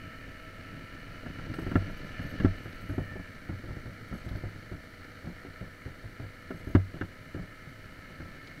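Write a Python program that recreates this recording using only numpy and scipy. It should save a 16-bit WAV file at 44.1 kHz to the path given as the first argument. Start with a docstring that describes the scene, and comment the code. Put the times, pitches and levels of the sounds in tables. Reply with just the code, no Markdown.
"""A single-cylinder four-stroke trail bike beats and clatters, heard from a closed camera housing on the rider.
Firings and valve gear ring the engine cases; the revs climb, drop, then pull gently again.
Stones on the track knock through the suspension and set the housing booming; grit crunches, loose metal jingles.
Pebbles tick against the bike; tyre rumble, air buffeting and a steady hiss lie underneath."""
import sys
import numpy as np
from scipy import signal
from scipy.fft import rfft, irfft, next_fast_len
from scipy.io import wavfile
from scipy.ndimage import uniform_filter1d

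SR = 44100
rng = np.random.default_rng(int(sys.argv[2]) if len(sys.argv) > 2 else 0)


def unload_wav(signal):
    """Save mono or channel-first audio to the path in sys.argv[1] as 16-bit WAV at rate SR, clipped to [-1, 1]."""
    wavfile.write(
        sys.argv[1],
        SR,
        np.round(np.clip(np.atleast_2d(signal).T, -1, 1) * 32767).astype(np.int16),
    )


N = 379260
TIME_S = np.arange(N) / SR

# engine speed: (time [s], firing rate [Hz])
REVS = [(0, 37.7), (.55, 37.7), (.82, 38.2), (1.3, 39.4), (1.48, 38.6), (2.18, 41), (2.55, 41),
        (2.82, 38.8), (3.3, 31.5), (3.5, 28.8), (3.8, 28.1), (4.26, 29.8), (4.8, 28.4), (5.75, 28.7),
        (6.85, 29.4), (7.3, 29.7), (8.12, 30.4), (8.6, 31.1)]
# rasp before its makeup gain: (time [s], level [dB])
RASP_LEVEL = [(0, -62.5), (.9, -62), (1.63, -59), (2.35, -57.5), (3.0, -63), (4.25, -61.5), (5.1, -62.5),
              (5.9, -63), (7.6, -63.5), (8.6, -61.5)]
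# gear mesh tones: (multiple of firing rate, rounded [1], level under drive before trim [dB], overrun change [dB])
GEARS = [(34, -66, 7), (52, -65.5, 16), (69.5, -54, -1)]
# track roughness over smooth gravel: (time [s], level [dB])
GROUND = [(0, 1.5), (.5, 0), (1.4, 4.5), (1.8, 8.5), (2.15, 7), (2.45, 8.5), (2.65, 3.5), (2.92, 7),
          (3.25, -0.5), (3.7, 4), (3.98, 2), (4.4, 2.5), (4.9, -2), (5.55, -1.5), (6.3, -3), (6.8, 4.5),
          (7.2, -1.5), (8.6, 0.5)]
# big stones, before layer trims: (time [s], thud [dB], boom re thud [dB], rattle re thud [dB])
KNOCKS = [(1.2607, -32.5, -2.5, -19), (1.387, -35, 5, -17), (1.5375, -36, -13, -9.5),
          (1.5855, -25, -20, -25), (1.6652, -24.5, -1, -24), (1.7143, -24.5, 0, -24),
          (1.755, -12.5, -3, -21.5), (1.8973, -38.5, 9, -15), (2.1936, -34.5, 7, -17.5),
          (2.4, -27.5, 8.5, -16), (2.4467, -9.5, -3.5, -30), (2.657, -36.5, 0, -17.5),
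          (2.8948, -30.5, 4, -22), (2.9796, -20.5, -0.5, -46), (3.1558, -30.5, 1, -38),
          (3.493, -29, 4, -25), (3.705, -39, 9, -18.5), (3.8584, -38, 3, -31), (4.1254, -28, 2.5, -23),
          (4.2638, -35.5, 7.5, -32), (4.3121, -40, 14, -29), (4.352, -37, 10.5, -18),
          (4.4366, -29, 6.5, -38), (4.715, -33, 2, -32), (5.243, -38, 6, -30), (5.2687, -32, 2, -25),
          (5.449, -37.5, -8, -35), (5.6112, -37.5, 9.5, -29), (5.8588, -37, 8.5, -24.5),
          (6.0364, -41.5, 5, -37), (6.1968, -35, 3.5, -29), (6.24, -39.5, 4, -17),
          (6.5056, -26.5, -13.5, -23), (6.671, -31, 4, -28), (6.7506, -8.5, -1.5, -28),
          (6.9394, -34.5, 4, -26), (7.0112, -23, -6, -17.5), (7.3456, -29.5, 0, -27),
          (7.395, -38, 11.5, -25), (8.2007, -35.5, 3.5, -22)]
# spells of swinging loose metal: (start [s], length [s], level [dB])
JINGLES = [(1.53, .16, -57), (1.945, .13, -58), (2.183, .11, -53.5), (2.561, .48, -59), (4.109, .2, -55.5),
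           (6.54, .22, -58.5)]
# flung pebbles, before makeup gain: (time [s], level [dB])
PEBBLES = [(1.5399, -49), (2.3999, -47.5), (2.7252, -52), (4.2892, -49), (4.36, -50), (6.752, -48),
           (7.0107, -53), (8.4726, -47)]

# resonances of engine block, engine cases and cam chain: (frequency [Hz], width [Hz], relative level [dB])
BLOCK_MODES = [(257.6, 27, 2.5), (481.7, 35, 2.5), (627, 20.4, 5), (1002, 19, -6.5)]
CASE_MODES = [(1324, 59.5, 2), (1640, 100, -5.5), (1768, 55.5, 3.5), (2173, 98, -3), (2332, 30, -5)]
CHAIN_MODES = [(2390, 50, 2), (2590, 90, -5), (2767, 103, -4.5), (2960, 82, 1.5), (4255, 114, -18.5)]
# resonances of frame, housing, springs, loose parts and jingling metal: same columns
FRAME_MODES = [(180, 29, 0.5), (243.7, 36.5, 1), (308.4, 41, -1), (368.3, 45, -1.5), (646, 15.5, -6.5)]
HOUSING_MODES = [(94.9, 8.8, -0.21)]
SPRING_MODES = [(58, 13.5, 1.5), (166, 15.8, 3.2)]
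RATTLE_MODES = [(1355, 67, -1.5), (1593, 164, 4), (1674, 316, 1), (2240, 170, -15), (2800, 80, -7.5)]
JINGLE_MODES = [(6400, 70, -3), (8080, 28, 2), (10300, 70, -7), (11290, 35, 3), (11770, 32, 4),
                (13000, 70, -9), (15650, 40, -7)]

# spectra of exhaust, rasp, crunch, tyre rumble, air buffeting and hiss: (frequency [Hz], relative level [dB])
EXHAUST = [(20, 25), (38, 24), (76, 7), (105, -22), (150, 6), (220, -22), (270, 17), (340, -16), (420, 1),
           (700, -41), (1200, -66)]
RASP = [(300, 10), (700, 2.5), (1130, -8), (1300, 7), (2250, 5.5), (2550, -10), (3050, -2.5), (3400, -9),
        (3900, -5), (4450, -2), (4900, -11.5), (6100, -12.5), (7000, -27), (15000, -33)]
CRUNCH = [(200, -41), (330, -38), (500, 9), (660, 5), (800, -2), (1050, -6.5), (1400, -5.5), (2200, -21),
          (6000, -37), (15000, -63)]
RUMBLE = [(30, -23), (60, -34), (80, 1.5), (100, 6.5), (125, -3), (160, -0.5), (210, -3.5), (290, -4),
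          (390, -19.5), (450, -20), (650, -14.5), (900, -51), (2500, -56)]
BUFFET = [(8, -5), (22, 11), (40, 2), (65, -5), (100, -37), (250, -32), (1000, -79)]
HISS = [(100, 7), (3000, 1), (7000, 2), (10000, 1), (14000, 0), (15500, -4.5)]

# engine: reference levels at CRUISE_HZ, before layer trims
CRUISE_HZ = 30
CLATTER_DB, CLATTER_DB_PER_OCTAVE = -53.5, 3
CHAIN_DB, CHAIN_DB_PER_OCTAVE = -66.5, 17
OVERRUN_HZ_PER_S = 13  # fall of the revs that counts as throttle fully shut
SURGE_RAD = .9  # swing of the mesh phase within a cycle
# suspension rebound: least delay, extra random delay, strength re stone, ceiling
REBOUND_S, REBOUND_SPREAD_S, REBOUND_DB, REBOUND_TOP_DB = .018, .02, -7.5, -38.5
# small stones on smooth gravel; shares are dB per dB of roughness
JOLTS_PER_S, JOLT_RATE_SHARE = 1.8, 1.8
JOLT_DB, JOLT_GROUND_SHARE, JOLT_SPREAD_DB = -45, 1, 4.5
LIGHT_BOOM_DB, LIGHT_RATTLE_DB = 6.5, -25  # rebounds and small stones: re thud, before trims
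CRUNCH_ATTACK_S, CRUNCH_DECAY_S = 0.0015, 0.013
CRUNCH_DB, CRUNCH_THUD_SHARE = -20, 0.67  # at a 0 dB thud; dB per dB of thud
SWING_S, SWING_SPREAD_DB = .075, 2.2  # mean time between swings; spread of their strength
TYRE_DB = -52  # smooth gravel, before trim
BUFFET_DB, BUFFET_GROUND_SHARE = -57.5, 1.3  # before trim; dB per dB of roughness
SHAKE_DB, SHAKE_DECAY_S = -22, 0.06  # housing sway impulse re boom, before softening
TOP_HZ = 15700


def undb(db):
    """Decibels to gain."""
    return 10 ** (np.asarray(db) / 20)


def level(x, db):
    """Scale a sound to an rms level."""
    return x * undb(db) / np.sqrt(np.mean(x ** 2))


def curves(table):
    """Each column of a table as a line through time."""
    time_s, *columns = np.transpose(table)
    return [np.interp(TIME_S, time_s, column) for column in columns]


def walk(rate_hz):
    """Smooth random drift with an rms of 1."""
    hold = int(SR / rate_hz)
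    draws = rng.standard_normal(400)[np.arange(N // hold + 1) % 400]
    held = np.repeat(draws, hold)
    smooth = uniform_filter1d(uniform_filter1d(held, hold), hold)
    return level(smooth[:N], 0)


def colour(x, points):
    """Filter by a spectrum, interpolated in dB over log frequency."""
    hz, db = np.transpose(points)
    size = next_fast_len(len(x) + SR // 4)
    bin_hz = np.maximum(np.arange(size // 2 + 1) * SR / size, 1)
    gain = undb(np.interp(np.log(bin_hz), np.log(hz), db))
    return irfft(rfft(x, size) * gain, size)[:len(x)]


def ring(x, modes, detune=0., scatter_db=0., signs=(1, -1)):
    """Drive resonances that swing with or against each other; the point of contact shifts pitch and share."""
    out = 0
    x = x + 1e-18 * np.cos(np.arange(len(x)))  # keeps the filters out of denormals
    for (hz, width_hz, db), sign in zip(modes, np.resize(np.sign(signs), len(modes))):
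        shift, share = rng.standard_normal(2)
        mode_hz = min(hz * (1 + detune * shift), SR / 2 - 1)
        b, a = signal.iirpeak(mode_hz, hz / width_hz, fs=SR)
        out = out + sign * undb(db + scatter_db * share) * signal.lfilter(b, a, x)
    return out


def taps(times_s, sizes, size=N):
    """Impulses at the given times, each shared between two samples."""
    at = np.clip(np.asarray(times_s) * SR, 0, size - 2)
    i = at.astype(int)
    early = np.bincount(i, sizes * (1 - at + i), size)
    late = np.bincount(i + 1, sizes * (at - i), size)
    return early + late


def soften(x, contact_s):
    """A soft contact spreads each impulse into a short push."""
    pole = np.exp(-1 / (contact_s * SR))
    return signal.lfilter([(1 - pole) ** 2], [1, -2 * pole, pole ** 2], x + 1e-18)


def add(out, time_s, x, peak_db):
    """Mix in a sound at a time and peak level."""
    i = max(int(time_s * SR), 0)
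    out[i:i + len(x)] += (x * undb(peak_db) / np.abs(x).max())[:N - i]


def cycle_taps(turns, places, sizes_db, jitter_s, scatter_db):
    """Taps at fixed places of every engine cycle, each a little early or late, strong or weak."""
    cycles = np.arange(turns[-1] // 1 - 1)[:, None] + np.clip(places, 0, 1)
    late, strong = rng.standard_normal((2, 400, len(places)))[:, :len(cycles)]
    times_s = np.interp(cycles, turns, TIME_S) + jitter_s * late
    sizes = undb(np.add(sizes_db, scatter_db * strong))
    return taps(times_s.ravel(), sizes.ravel())


def engine():
    """Firings and valve taps, timed by the engine cycle, drive exhaust, block, cases, chain, rasp and gears."""
    hz, = curves(REVS)
    octaves = np.log2(hz / CRUISE_HZ)
    clatter_db = CLATTER_DB + CLATTER_DB_PER_OCTAVE * octaves + .5 * walk(1.8)
    chain_db = CHAIN_DB + CHAIN_DB_PER_OCTAVE * octaves
    turns = np.cumsum(hz * (1 + .0012 * walk(14))) / SR  # engine cycles, one firing each
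    firings = cycle_taps(turns, [0], [0], jitter_s=.00006, scatter_db=1.2)
    valves = valve_gear(turns)
    # sliding parts hiss, swelling with the cycle and with each turn of the crank
    swell = 1 + 0.13 * np.cos(4 * np.pi * turns) + 0.1 * np.cos(2 * np.pi * turns)
    case_hiss, chain_hiss, rasp_hiss = swell * rng.standard_normal((3, N))
    out = exhaust(firings, clatter_db) + block(valves, firings, clatter_db)
    out = out + cases(valves, case_hiss, clatter_db) + cam_chain(valves, chain_hiss, chain_db)
    return out + rasp(valves, rasp_hiss) + gear_whine(hz, turns)


def valve_gear(turns):
    """Valves opening and seating and piston slap tap at fixed places in the cycle."""
    places = [0, .12, .23, .35, .52, .58, .72, .84, .93]
    sizes_db = [0, -4, -4, -1, 0, 1, -6, -2, -4]
    return level(cycle_taps(turns, places, sizes_db, jitter_s=.000045, scatter_db=2.5), 0)


def exhaust(firings, clatter_db):
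    """One low pressure pulse per firing."""
    return level(colour(firings, EXHAUST), -2.5) * undb(clatter_db)


def block(valves, firings, clatter_db):
    """Valve taps and firings ring the engine block."""
    return level(ring(valves + level(firings, 0), BLOCK_MODES), -6.5) * undb(clatter_db)


def cases(valves, friction, clatter_db):
    """Valve taps and friction ring the thinner engine cases."""
    return level(ring(valves + .8 * friction, CASE_MODES), -.7) * undb(clatter_db + .8 * walk(22))


def cam_chain(valves, friction, chain_db):
    """Valve taps and friction ring the chain, which loudens steeply with the revs."""
    return level(ring(valves + friction, CHAIN_MODES), 0.37) * undb(chain_db + 0.86 * walk(20))


def rasp(valves, friction):
    """Friction noise with a trace of valve taps, coloured bright."""
    rasp_db, = curves(RASP_LEVEL)
    return level(colour(undb(-23) * valves + friction, RASP), 9.45) * undb(rasp_db + .5 * walk(49))


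def gear_whine(hz, turns):
    """Mesh tones with sidebands from the once-a-cycle crank surge swell where they meet a case resonance."""
    surge_rad = SURGE_RAD * np.sin(2 * np.pi * turns) + .8 * walk(40)
    falling_hz_per_s = uniform_filter1d(-np.gradient(hz, TIME_S), SR // 5)
    overrun = np.clip(falling_hz_per_s / OVERRUN_HZ_PER_S, 0, 1)
    mesh = 0
    for multiple, drive_db, overrun_db in GEARS:
        tone = np.sin(2 * np.pi * round(multiple) * turns + surge_rad)
        mesh = mesh + tone * undb(drive_db + overrun_db * overrun + 3.2 * walk(16))
    return undb(-2.0) * ring(mesh, CASE_MODES)


def knocks():
    """Each blow thuds the frame, booms the housing, bounces loose parts and crunches grit under the tyre."""
    out = np.zeros(N)
    for time_s, thud_db, boom_db, rattle_db in jolts():
        # hard hits bottom the suspension in one blow; light ones vary more
        loose = np.interp(thud_db, [-30, -16], [1, .2])
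        add(out, time_s, frame_thud(loose), thud_db + .5)
        add(out, time_s, housing_boom(loose), thud_db + boom_db - 1.5)
        add(out, time_s, rattle(), thud_db + rattle_db + 12.0)
        add(out, time_s, crunch(), CRUNCH_DB + CRUNCH_THUD_SHARE * thud_db)
    return out


def jolts():
    """Every blow to the wheels: big stones, their rebounds, and small stones that crowd on rough ground."""
    slot_s = .025
    slots_s = np.arange(0, N / SR - .1, slot_s)
    luck, late = rng.random((2, len(slots_s)))
    rough_db = np.interp(slots_s, *np.transpose(GROUND))
    met = luck < JOLTS_PER_S * undb(JOLT_RATE_SHARE * rough_db) * slot_s
    small_db = JOLT_DB + JOLT_GROUND_SHARE * rough_db + JOLT_SPREAD_DB * rng.standard_normal(len(slots_s))
    light = list(zip((slots_s + late * slot_s)[met], small_db[met]))
    for time_s, thud_db, _, _ in KNOCKS:
        rebound_s = time_s + REBOUND_S + REBOUND_SPREAD_S * rng.random()
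        light.append((rebound_s, min(thud_db + REBOUND_DB, REBOUND_TOP_DB)))
    return list(KNOCKS) + [(time_s, db, LIGHT_BOOM_DB, LIGHT_RATTLE_DB) for time_s, db in light]


def frame_thud(loose):
    """The frame rings to a blow and a second edge, which is weaker in hard hits."""
    edges_s = [0, 0.00521 + 0.01214 * rng.random()]
    blow = soften(-taps(edges_s, np.array([1, 0.55 * loose]), SR // 4), 0.00027)
    return ring(blow, FRAME_MODES, detune=.07 * loose, scatter_db=3 * loose, signs=(1, 1, -1, -1))


def housing_boom(loose):
    """One push booms the housing; in light hits the springs add a dull heave."""
    push = soften(-taps([0], np.ones(1), SR // 4), 0.00026)
    boom = ring(push, HOUSING_MODES, detune=.05 * loose)
    heave = ring(push, SPRING_MODES, detune=.12, scatter_db=3)
    return boom + 0.56 * loose * heave


def rattle():
    """Loose parts chatter for a few milliseconds, each bounce weaker than the last."""
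    bounce, chance = np.arange(5), rng.random(5)
    times_s = 0.00034 + .0024 * (bounce + chance - chance[0])
    bounces = taps(times_s, undb(-1.5 * bounce), SR // 4)
    return ring(soften(bounces, .0001), RATTLE_MODES, detune=0.005, scatter_db=1.0)


def crunch():
    """Coloured grit noise that grows more slowly than the blow, then dies away."""
    t_s = TIME_S[:SR // 4]
    envelope = np.exp(-t_s / CRUNCH_DECAY_S) * (1 - np.exp(-t_s / CRUNCH_ATTACK_S))
    return colour(rng.standard_normal(len(t_s)) * envelope, CRUNCH)


def jingles():
    """Small loose metal parts swing unevenly for a spell and touch several times on each swing."""
    out = np.zeros(N)
    for start_s, length_s, db in JINGLES:
        for swing_s in np.arange(start_s, start_s + length_s, SWING_S):
            touches_s = np.append(0, 0.09 * rng.random(6))
            sizes = np.append(.7, rng.uniform(0.36, 1, size=6))
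            chime = ring(taps(touches_s, sizes, SR // 4), JINGLE_MODES, detune=.002, scatter_db=4)
            time_s = swing_s + SWING_S * (rng.random() - .5)
            add(out, time_s, chime, db + SWING_SPREAD_DB * rng.standard_normal())
    return out


def pebbles():
    """The front tyre flings pebbles: short noise bursts ring one broad mode as they tick against the bike."""
    out, t_s = np.zeros(N), TIME_S[:SR // 20]
    for time_s, db in PEBBLES:
        chip = rng.standard_normal(len(t_s)) * np.exp(-t_s / 0.0055)
        tick = ring(soften(chip, .00003), [(4050, 820, 0)], detune=0.11)
        add(out, time_s, tick, db + 4.0)
    return out


def tyre_rumble(rough_db):
    """Tyres drum over gravel; on rougher ground more of the noise comes as separate bumps."""
    ground_db = TYRE_DB + rough_db + 0.47 * walk(6.3)
    sizes = undb(3.5 * np.minimum(rng.exponential(size=700), 3)) * rng.choice([-1, 1], size=700)
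    bumps = taps(rng.uniform(0, N / SR, size=700), sizes)
    lumpy = np.interp(ground_db, [-52, -43], [.2, .8])  # power share of the bumps
    drive = np.sqrt(lumpy) * level(bumps, 0) + np.sqrt(1 - lumpy) * rng.standard_normal(N)
    return level(colour(drive, RUMBLE), -0.23) * undb(ground_db + 1.0 * walk(47))


def buffeting(rough_db):
    """Air buffets the shaken housing in gusts, stronger on rough ground and while it sways after a big stone."""
    time_s, thud_db, boom_db, _ = np.transpose(KNOCKS)
    shakes = taps(time_s, undb(thud_db + boom_db + SHAKE_DB))
    sway = signal.lfilter([1], [1, -np.exp(-1 / (SHAKE_DECAY_S * SR))], shakes)
    air = np.hypot(undb(BUFFET_DB + BUFFET_GROUND_SHARE * rough_db), soften(sway, 0.0049))
    return level(colour(rng.standard_normal(N), BUFFET), 0.17) * air * undb(0.91 * walk(7.5))


def microphone_hiss():
    """Steady coloured noise of the microphone."""
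    return level(colour(rng.standard_normal(N), HISS), -68.0)


def scene():
    """The bike and the track over the hiss, as one channel."""
    rough_db, = curves(GROUND)
    bike = engine() + knocks() + jingles() + pebbles()
    background = tyre_rumble(rough_db) + buffeting(rough_db) + microphone_hiss()
    return (bike + background)[None]


def record(dry):
    """The camera cuts the top of the treble with a steep low-pass."""
    return signal.sosfilt(signal.ellip(10, .2, 80, TOP_HZ, fs=SR, output="sos"), dry)


dry = scene()
out = record(dry)
unload_wav(out)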